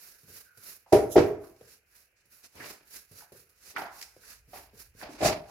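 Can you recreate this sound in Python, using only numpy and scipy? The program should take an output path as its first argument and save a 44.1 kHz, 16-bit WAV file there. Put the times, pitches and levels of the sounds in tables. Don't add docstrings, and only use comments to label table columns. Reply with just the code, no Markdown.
import sys
import numpy as np
from scipy import signal
from scipy.fft import rfft, irfft, next_fast_len
from scipy.io import wavfile
from scipy.ndimage import uniform_filter1d, minimum_filter1d, map_coordinates

SR = 44100
rng = np.random.default_rng(int(sys.argv[2]) if len(sys.argv) > 2 else 0)


def wrap_up_sound(samples):
    columns = np.atleast_2d(samples).T
    tamed = np.clip(columns, -1, 1)
    steps = np.round(tamed * 32767).astype(np.int16)
    wavfile.write(sys.argv[1], SR, steps)


N = 242550
TIME = np.arange(N) / SR
AFTER = np.arange(SR * 3 // 4) / SR


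def amp(db):
    return 10 ** (np.asarray(db) / 20)


def along(points, hz):
    f, v = np.transpose(points)
    return np.interp(np.log(hz + 1), np.log(f), v)


def wobble(rate):
    return map_coordinates(rng.standard_normal(int(N * rate / SR) + 4), [TIME * rate])


def filtered(x, response):
    n = x.shape[-1]
    m = next_fast_len(n + SR // 4)
    return irfft(rfft(x, m) * response(np.fft.rfftfreq(m, 1 / SR)), m)[..., :n]


def unit(x, size=None):
    return x / np.sqrt(np.mean(x.mean(0)[:size] ** 2) + 1e-20)


def add(track, s, sound):
    start = round(s * SR)
    track[:, start:start + sound.shape[1]] += sound[:, :N - start]


# frequency in Hz, left-right correlation.
CORRELATION = [(60, 0.92), (130, 0.99), (250, 0.96), (500, 0.63), (1000, 0.7), (2000, 0), (12000, 0.13)]
# frequency in Hz, left minus right in dB.
LEAN = [(100, -0.5), (400, -1), (700, 0.5), (1300, -5.5), (2400, 0.5), (4400, -5), (8000, -3.5),
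        (15000, -8.5)]
def diffuse(size):
    angle = lambda hz: np.arccos(np.clip(along(CORRELATION, hz), -1, 1)) / 2
    spread = lambda hz: np.array([np.cos(angle(hz)), np.sin(angle(hz))])
    mid, side = filtered(rng.standard_normal((2, size)), spread)
    lean = lambda hz: amp(np.outer([.5, -.5], along(LEAN, hz))) / np.cos(angle(hz))
    return filtered(np.array([mid + side, mid - side]), lean)


def noise(spectrum):
    return unit(filtered(diffuse(N), lambda hz: amp(along(spectrum, hz))))


# frequency in Hz, relative level in dB.
AIR_COLOUR = [(15, -29), (25, 0), (91, -2), (235, -15), (449, -4), (1090, -17.5), (1590, -10), (2500, -4),
              (3050, -13.5), (3490, -31), (3780, -34), (15800, -27)]
# time in seconds, level in dB.
RUMBLE_RIDE = [(0, -80), (3.4, -80), (4.0, -72), (4.5, -64.5), (5.0, -62.5), (5.5, -66)]
def room_tone(air_db=-76.5):
    rumble_db = np.interp(TIME, *np.transpose(RUMBLE_RIDE))
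    rumble = noise([(20, -25.5), (40, -10.5), (52, -11), (66, -11.5), (130, -26), (400, -67)])
    return amp(air_db) * noise(AIR_COLOUR) + amp(rumble_db) * rumble


def swell(s, rise, fall, roundness=.25):
    distance = (TIME - s) / np.where(TIME < s, rise, fall)
    return amp(-20 * (np.hypot(distance, roundness) - roundness))


def grit(rate, spread_db):
    catches = amp(spread_db * wobble(rate))
    return catches / np.sqrt(np.mean(catches ** 2))


def walls(x, echo=.12, count=12):
    out = x.copy()
    for side in range(2):
        for lag in (rng.uniform(.002, .025, count) * SR).astype(int):
            out[side, lag:] += echo * x[side, :-lag]
    return unit(out)


# moment of top speed in seconds, fine hiss level in dB, rise in seconds,
# fall in seconds, coarse hiss relative to fine in dB.
BRUSH_STROKES = [(.065, -57, 0.34, 0.2, -3.5), (.353, -51.5, .097, 0.11, -3.5),
                 (0.692, -48.5, 0.093, 0.093, -4), (.975, -56, .06, .07, 4),
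                 (1.276, -61.5, .12, 0.062, -11), (1.447, -63.5, 0.053, 0.11, -3.5),
                 (1.721, -61, 0.14, 0.078, -1), (1.977, -64, 0.098, 0.11, -3),
                 (2.175, -79.5, 0.021, 0.13, 5), (2.335, -60.5, 0.038, 0.156, -4.5),
                 (2.449, -60.5, 0.027, 0.0443, 3), (2.696, -51, 0.13, .079, -0.5),
                 (2.96, -50.5, 0.085, 0.082, -3), (3.198, -54.5, 0.095, 0.075, -2.5),
                 (3.379, -60.5, .066, 0.099, -3.5), (3.708, -54, 0.11, 0.04, -0.5),
                 (3.795, -52.5, 0.022, .075, -4.5), (3.995, -55, 0.094, 0.096, -1),
                 (4.313, -55, 0.12, .081, 0), (4.573, -53, .072, .085, -3.5), (4.81, -55, .071, 0.074, -3),
                 (5.011, -55.5, .052, 0.054, -1), (5.138, -63.5, 0.073, .1, 2.5),
                 (5.262, -36, .04, 0.055, 6), (5.5, -67.5, 0.055, .1, 1.5)]
def strokes():
    fine, coarse = np.zeros((2, N))
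    for s, db, rise, fall, coarse_db in BRUSH_STROKES:
        power = (amp(db) * swell(s, rise, fall)) ** 2
        fine += power
        coarse += power * amp(coarse_db) ** 2
    return np.sqrt(fine), np.sqrt(coarse)


# frequency in Hz, relative level in dB.
BRISTLE_COLOUR = [(250, -7.5), (600, -7), (850, -12), (1550, -6), (2600, -6.5), (3300, -15), (4200, -5),
                  (5600, -3.5), (7500, -7), (8500, -12.5), (10200, 2), (11700, -4.5), (12800, 0),
                  (15800, -11)]
def bristles(fine_gain, coarse_gain, dulling=.45):
    slips = walls(noise(BRISTLE_COLOUR)) * grit(rate=1300, spread_db=.83) * grit(rate=90, spread_db=1.5)
    fine = filtered(slips, lambda hz: hz > 9000)
    coarse = slips - fine
    coarse /= filtered(coarse, lambda hz: hz > 3500).mean(0).std()
    fine = unit(fine)
    top = filtered(fine, lambda hz: hz > 12000)
    top_gain = (fine_gain / coarse_gain) ** dulling
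    return fine_gain * (fine - top + top * top_gain) + coarse_gain * coarse


def narrow(pitch, width_hz, centre_hz=1500):
    band = unit(filtered(diffuse(N), lambda hz: 1 / (1 + ((hz - centre_hz) / width_hz) ** 2)))
    shift = np.exp(2j * np.pi * np.cumsum(pitch - centre_hz) / SR)
    return (signal.hilbert(band) * shift).real


def rubbing(effort, rub_db=-59, rub_hz=1560,
            squeak_s=.51, squeak_db=-68.5, squeak_hz=1500, sag_hz_per_s=600):
    rub = narrow(rub_hz + 70 * wobble(7), width_hz=190)
    rub *= amp(rub_db) * np.sqrt(effort / effort.max())
    squeak = narrow(squeak_hz - sag_hz_per_s * (TIME - squeak_s), width_hz=95)
    squeak *= amp(squeak_db) * swell(squeak_s, rise=.22, fall=.22)
    flutter = amp(4 * wobble(22))
    return (rub + squeak) * flutter


# frequency in Hz, seconds to fade by 60 dB.
ROOM_DECAY = [(60, 0.61), (400, 0.47), (750, 0.53), (1500, 0.54), (4000, 0.37), (12000, 0.51)]
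def strike(colour, length, room_db, rise):
    burst = filtered(diffuse(len(AFTER)), colour)
    hz, t, bands = signal.stft(burst, SR, nperseg=256)
    decay = amp(-60 * t / along(ROOM_DECAY, hz)[:, None])
    tail = signal.istft(bands * decay, SR, nperseg=256)[1][:, :len(AFTER)]
    envelope = (np.exp(-AFTER / length) + amp(room_db)) * (1 - np.exp(-AFTER / rise))
    return unit(tail * envelope, size=1323)


def stock(ring_hz, length, sharpness, skirt=.025, soft_hz=4200):
    resonance = lambda f: 1 / (1 + (sharpness * (f / ring_hz - ring_hz / (f + 1))) ** 2)
    colour = lambda f: (resonance(f) + skirt) / (1 + (f / soft_hz) ** 2)
    return strike(colour, length, room_db=10 * np.log10(length / .07), rise=.0003)


# frequency in Hz, relative level in dB.
THUD_COLOUR = [(25, -35), (55, -9), (100, 1), (140, -2.5), (220, -8.5), (400, -16), (1000, -55.5)]
def thud(length):
    return strike(lambda f: amp(along(THUD_COLOUR, f)), length, room_db=-5.5, rise=.00096)


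# start in seconds, knock level in dB,
# thud level in dB, swish level in dB, contact length in seconds.
BRUSH_TURNS = [(.232, -72, -62.5, -70.5, 0.0055), (0.28, -64, -60.5, -72, .04),
               (.573, -69.5, -64.5, -59.5, .01), (1.610, -54, -62, -72, .009),
               (2.254, -88, -76, -72, 0.017), (2.553, -64, -59, -64, .007),
               (3.112, -66.5, -57.5, -60.5, .03), (3.32, -56, -61.5, -61.5, .02),
               (3.49, -96, -85, -67.5, 0.028), (4.165, -59, -67, -74, 0.0025),
               (4.478, -74, -62.5, -86, 0.058), (4.732, -62.5, -61.5, -83.5, 0.055),
               (4.948, -70, -60.5, -85, .011)]
def turns(ring_hz=442.2):
    out = np.zeros((2, N))
    for s, knock_db, thud_db, swish_db, length in BRUSH_TURNS:
        knock = stock(ring_hz, length, sharpness=2.8)
        swish = strike(lambda f: amp(along(BRISTLE_COLOUR, f)), length, room_db=-9.5, rise=length / 10)
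        add(out, s, amp(knock_db) * knock + amp(thud_db) * thud(length) + amp(swish_db) * swish)
    return out


# start in seconds, level in dB, ring in Hz, contact length in seconds.
EDGE_TAPS = [(0.862, -61.5, 800, 0.12), (1.438, -61, 1090, 0.0066), (2.602, -47.5, 1736, 0.024),
             (2.604, -57, 280, 0.057), (3.207, -62, 1490, 0.0048), (3.219, -59.5, 774, .017),
             (3.763, -37, 1402, .004), (3.771, -40.5, 2050, .0014), (3.778, -40, 810, 0.06),
             (3.797, -53.5, 350, 0.024), (3.818, -41, 715, 0.0068), (3.865, -49, 890, 0.0046),
             (4.234, -62, 1500, 0.031), (4.533, -48, 760, .06), (5.013, -50.5, 1500, 0.0047),
             (5.026, -44, 668, 0.11), (5.086, -49, 292, 0.15), (5.247, -35, 148, .016),
             (5.492, -56, 900, 0.011)]
def taps(thud_db=-16, flat_hz=330, thud_db_per_octave=-7):
    out = np.zeros((2, N))
    for s, db, ring_hz, length in EDGE_TAPS:
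        wall_db = thud_db + thud_db_per_octave * max(0, np.log2(ring_hz / flat_hz))
        ring = stock(ring_hz, length, sharpness=2.2)
        add(out, s, amp(db) * (ring + amp(wall_db) * thud(length)))
    return out


# pitch in Hz, relative level in dB, seconds to fade by 60 dB.
PANEL_MODES = [(67, -31.5, 0.19), (105.2, -17, .28), (135, -23, 0.2), (199, -21, 0.26),
               (252.5, -16.5, 0.18), (303, -10, .3), (354.3, -3, 0.237), (377.7, -4, 0.17), (417, -3, 0.35),
               (478.5, -11, 0.29), (614.6, -4, 0.15), (640, -11, .16), (687.6, -7.5, 0.12),
               (789, -12.5, 0.15), (943, -23.5, 0.22), (1349, -31.5, .2)]
# frequency in Hz, relative level in dB.
CLACK_COLOUR = [(700, 7), (1300, -5.5), (2300, -7), (3200, -15.5), (5500, -15.5), (9000, -31.5),
                (15000, -36)]
# start in seconds, overall gain in dB,
# upper-mode boost in dB, clack trim in dB, bristle slap trim in dB, attack in seconds.
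PANEL_KNOCKS = [(0.922, -10, 4.5, -14.5, -26.5, 0.015), (1.156, -6, 0.5, -13.5, -45.5, 0.0066),
                (5.206, -37.5, 6, -2, -43, 0.00034), (5.222, -27.5, 7.5, -7, -23, 0.001),
                (5.247, -23.5, 15, -5, -21, 0.00032), (5.296, -28.5, 19.5, -24, -36, 0.0033)]
def knocks(ring_db=-3, room_db=-9, mode_width_hz=22, upper_hz=550, drive_s=.022, free_ring=.28):
    out = np.zeros((2, N))
    hz, mode_db, t60 = np.transpose(PANEL_MODES)[:, :, None]
    sign = (-1) ** np.arange(len(hz))[:, None]
    slap_colour = lambda f: amp(along(BRISTLE_COLOUR, f)) / (1 + (f / 13000) ** 6)
    for s, db, upper_db, clack_db, slap_db, attack in PANEL_KNOCKS:
        gain = amp(mode_db + upper_db * (hz > upper_hz) + rng.normal(0, .55, hz.shape))
        phase = np.multiply.outer([1, -1], rng.normal(0, 1, hz.shape) * hz / 1800)
        modes = sign * gain * amp(-60 * AFTER / t60) * np.sin(2 * np.pi * hz * AFTER + phase)
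        envelope = (1 - np.exp(-AFTER / attack)) * (np.exp(-AFTER / drive_s) + free_ring)
        ring = unit(modes.sum(1) * envelope, size=2200)
        body = lambda f: np.sqrt(((gain * t60) ** 2 / (1 + ((f - hz) / mode_width_hz) ** 4)).sum(0))
        bloom = strike(body, length=.033, room_db=9.5, rise=attack)
        add(out, s, amp(db + ring_db) * ring + amp(db + room_db) * bloom)
        clack = strike(lambda f: amp(along(CLACK_COLOUR, f)), length=.037, room_db=-7.5, rise=.002)
        add(out, s + .004, amp(db + clack_db) * clack)
        slap = strike(slap_colour, length=.016, room_db=-12.5, rise=.005)
        add(out, s + .001, amp(db + slap_db) * slap)
    return out


# frequency in Hz, relative level in dB.
WHIP_COLOUR = [(1760, -48), (3000, -15.5), (4130, -12), (4780, -24.5), (4980, -12.5), (5930, -7.5),
               (7410, -4.5), (8450, -20), (10800, -0.5), (15800, -20)]
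def whip(peak_s=1.122, level_db=-41):
    sweep = amp(level_db) * swell(peak_s, rise=.02, fall=.083)
    return sweep * noise(WHIP_COLOUR) * grit(rate=200, spread_db=1.5)


# frequency in Hz, relative level in dB.
FLICK_COLOUR = [(1000, -23), (2200, -5.5), (3300, -15.5), (4600, -7), (5250, -1.5), (6000, -8),
                (8000, -13.5), (12000, -13), (16000, -23)]
# start in seconds, level in dB.
TUFT_FLICKS = [(1.5622, -74.5), (3.7648, -59.5), (3.7822, -55.5), (4.0132, -50), (4.0257, -47.5)]
def flicks():
    out = np.zeros((2, N))
    for s, db in TUFT_FLICKS:
        tick = strike(lambda f: amp(along(FLICK_COLOUR, f)), length=.005, room_db=-15.5, rise=.0004)
        add(out, s, amp(db) * tick)
    return out


# frequency in Hz, relative level in dB.
RASP_COLOUR = [(25, -49.5), (60, -18), (130, -6.5), (350, -1), (550, -2), (800, -3), (1150, -6.5),
               (1600, -10), (2400, -6.5), (3300, -16), (5000, -12.5), (8000, -36.5)]
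# moment of hardest pressure in seconds, level in dB,
# rise in seconds, fall in seconds.
FLAT_DRAGS = [(2.566, -56, .015, .12), (2.655, -50, 0.084, .15), (3.79, -46, 0.049, 0.107),
              (4.556, -51.5, 0.0327, 0.12), (5.028, -49.5, 0.0325, 0.13), (5.265, -31, 0.061, .1)]
def drags():
    pressure = sum(amp(db) * swell(s, rise, fall) for s, db, rise, fall in FLAT_DRAGS)
    return pressure * walls(noise(RASP_COLOUR)) * grit(rate=130, spread_db=2.7)


def scene():
    fine_gain, coarse_gain = strokes()
    friction = bristles(fine_gain, coarse_gain) + rubbing(coarse_gain) + drags() + whip()
    return friction + knocks() + turns() + taps() + flicks() + room_tone()


def record(dry, low_cut_hz=42, ceiling=.86, top_hz=15850):
    thinned = signal.sosfilt(signal.butter(3, low_cut_hz, "high", fs=SR, output="sos"), dry)
    needed = np.minimum(1, ceiling / (np.abs(thinned).max(0) + 1e-9))
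    gain = uniform_filter1d(minimum_filter1d(needed, size=661), size=441)
    return filtered(thinned * gain, lambda hz: hz < top_hz)


dry = scene()
out = record(dry)
wrap_up_sound(out)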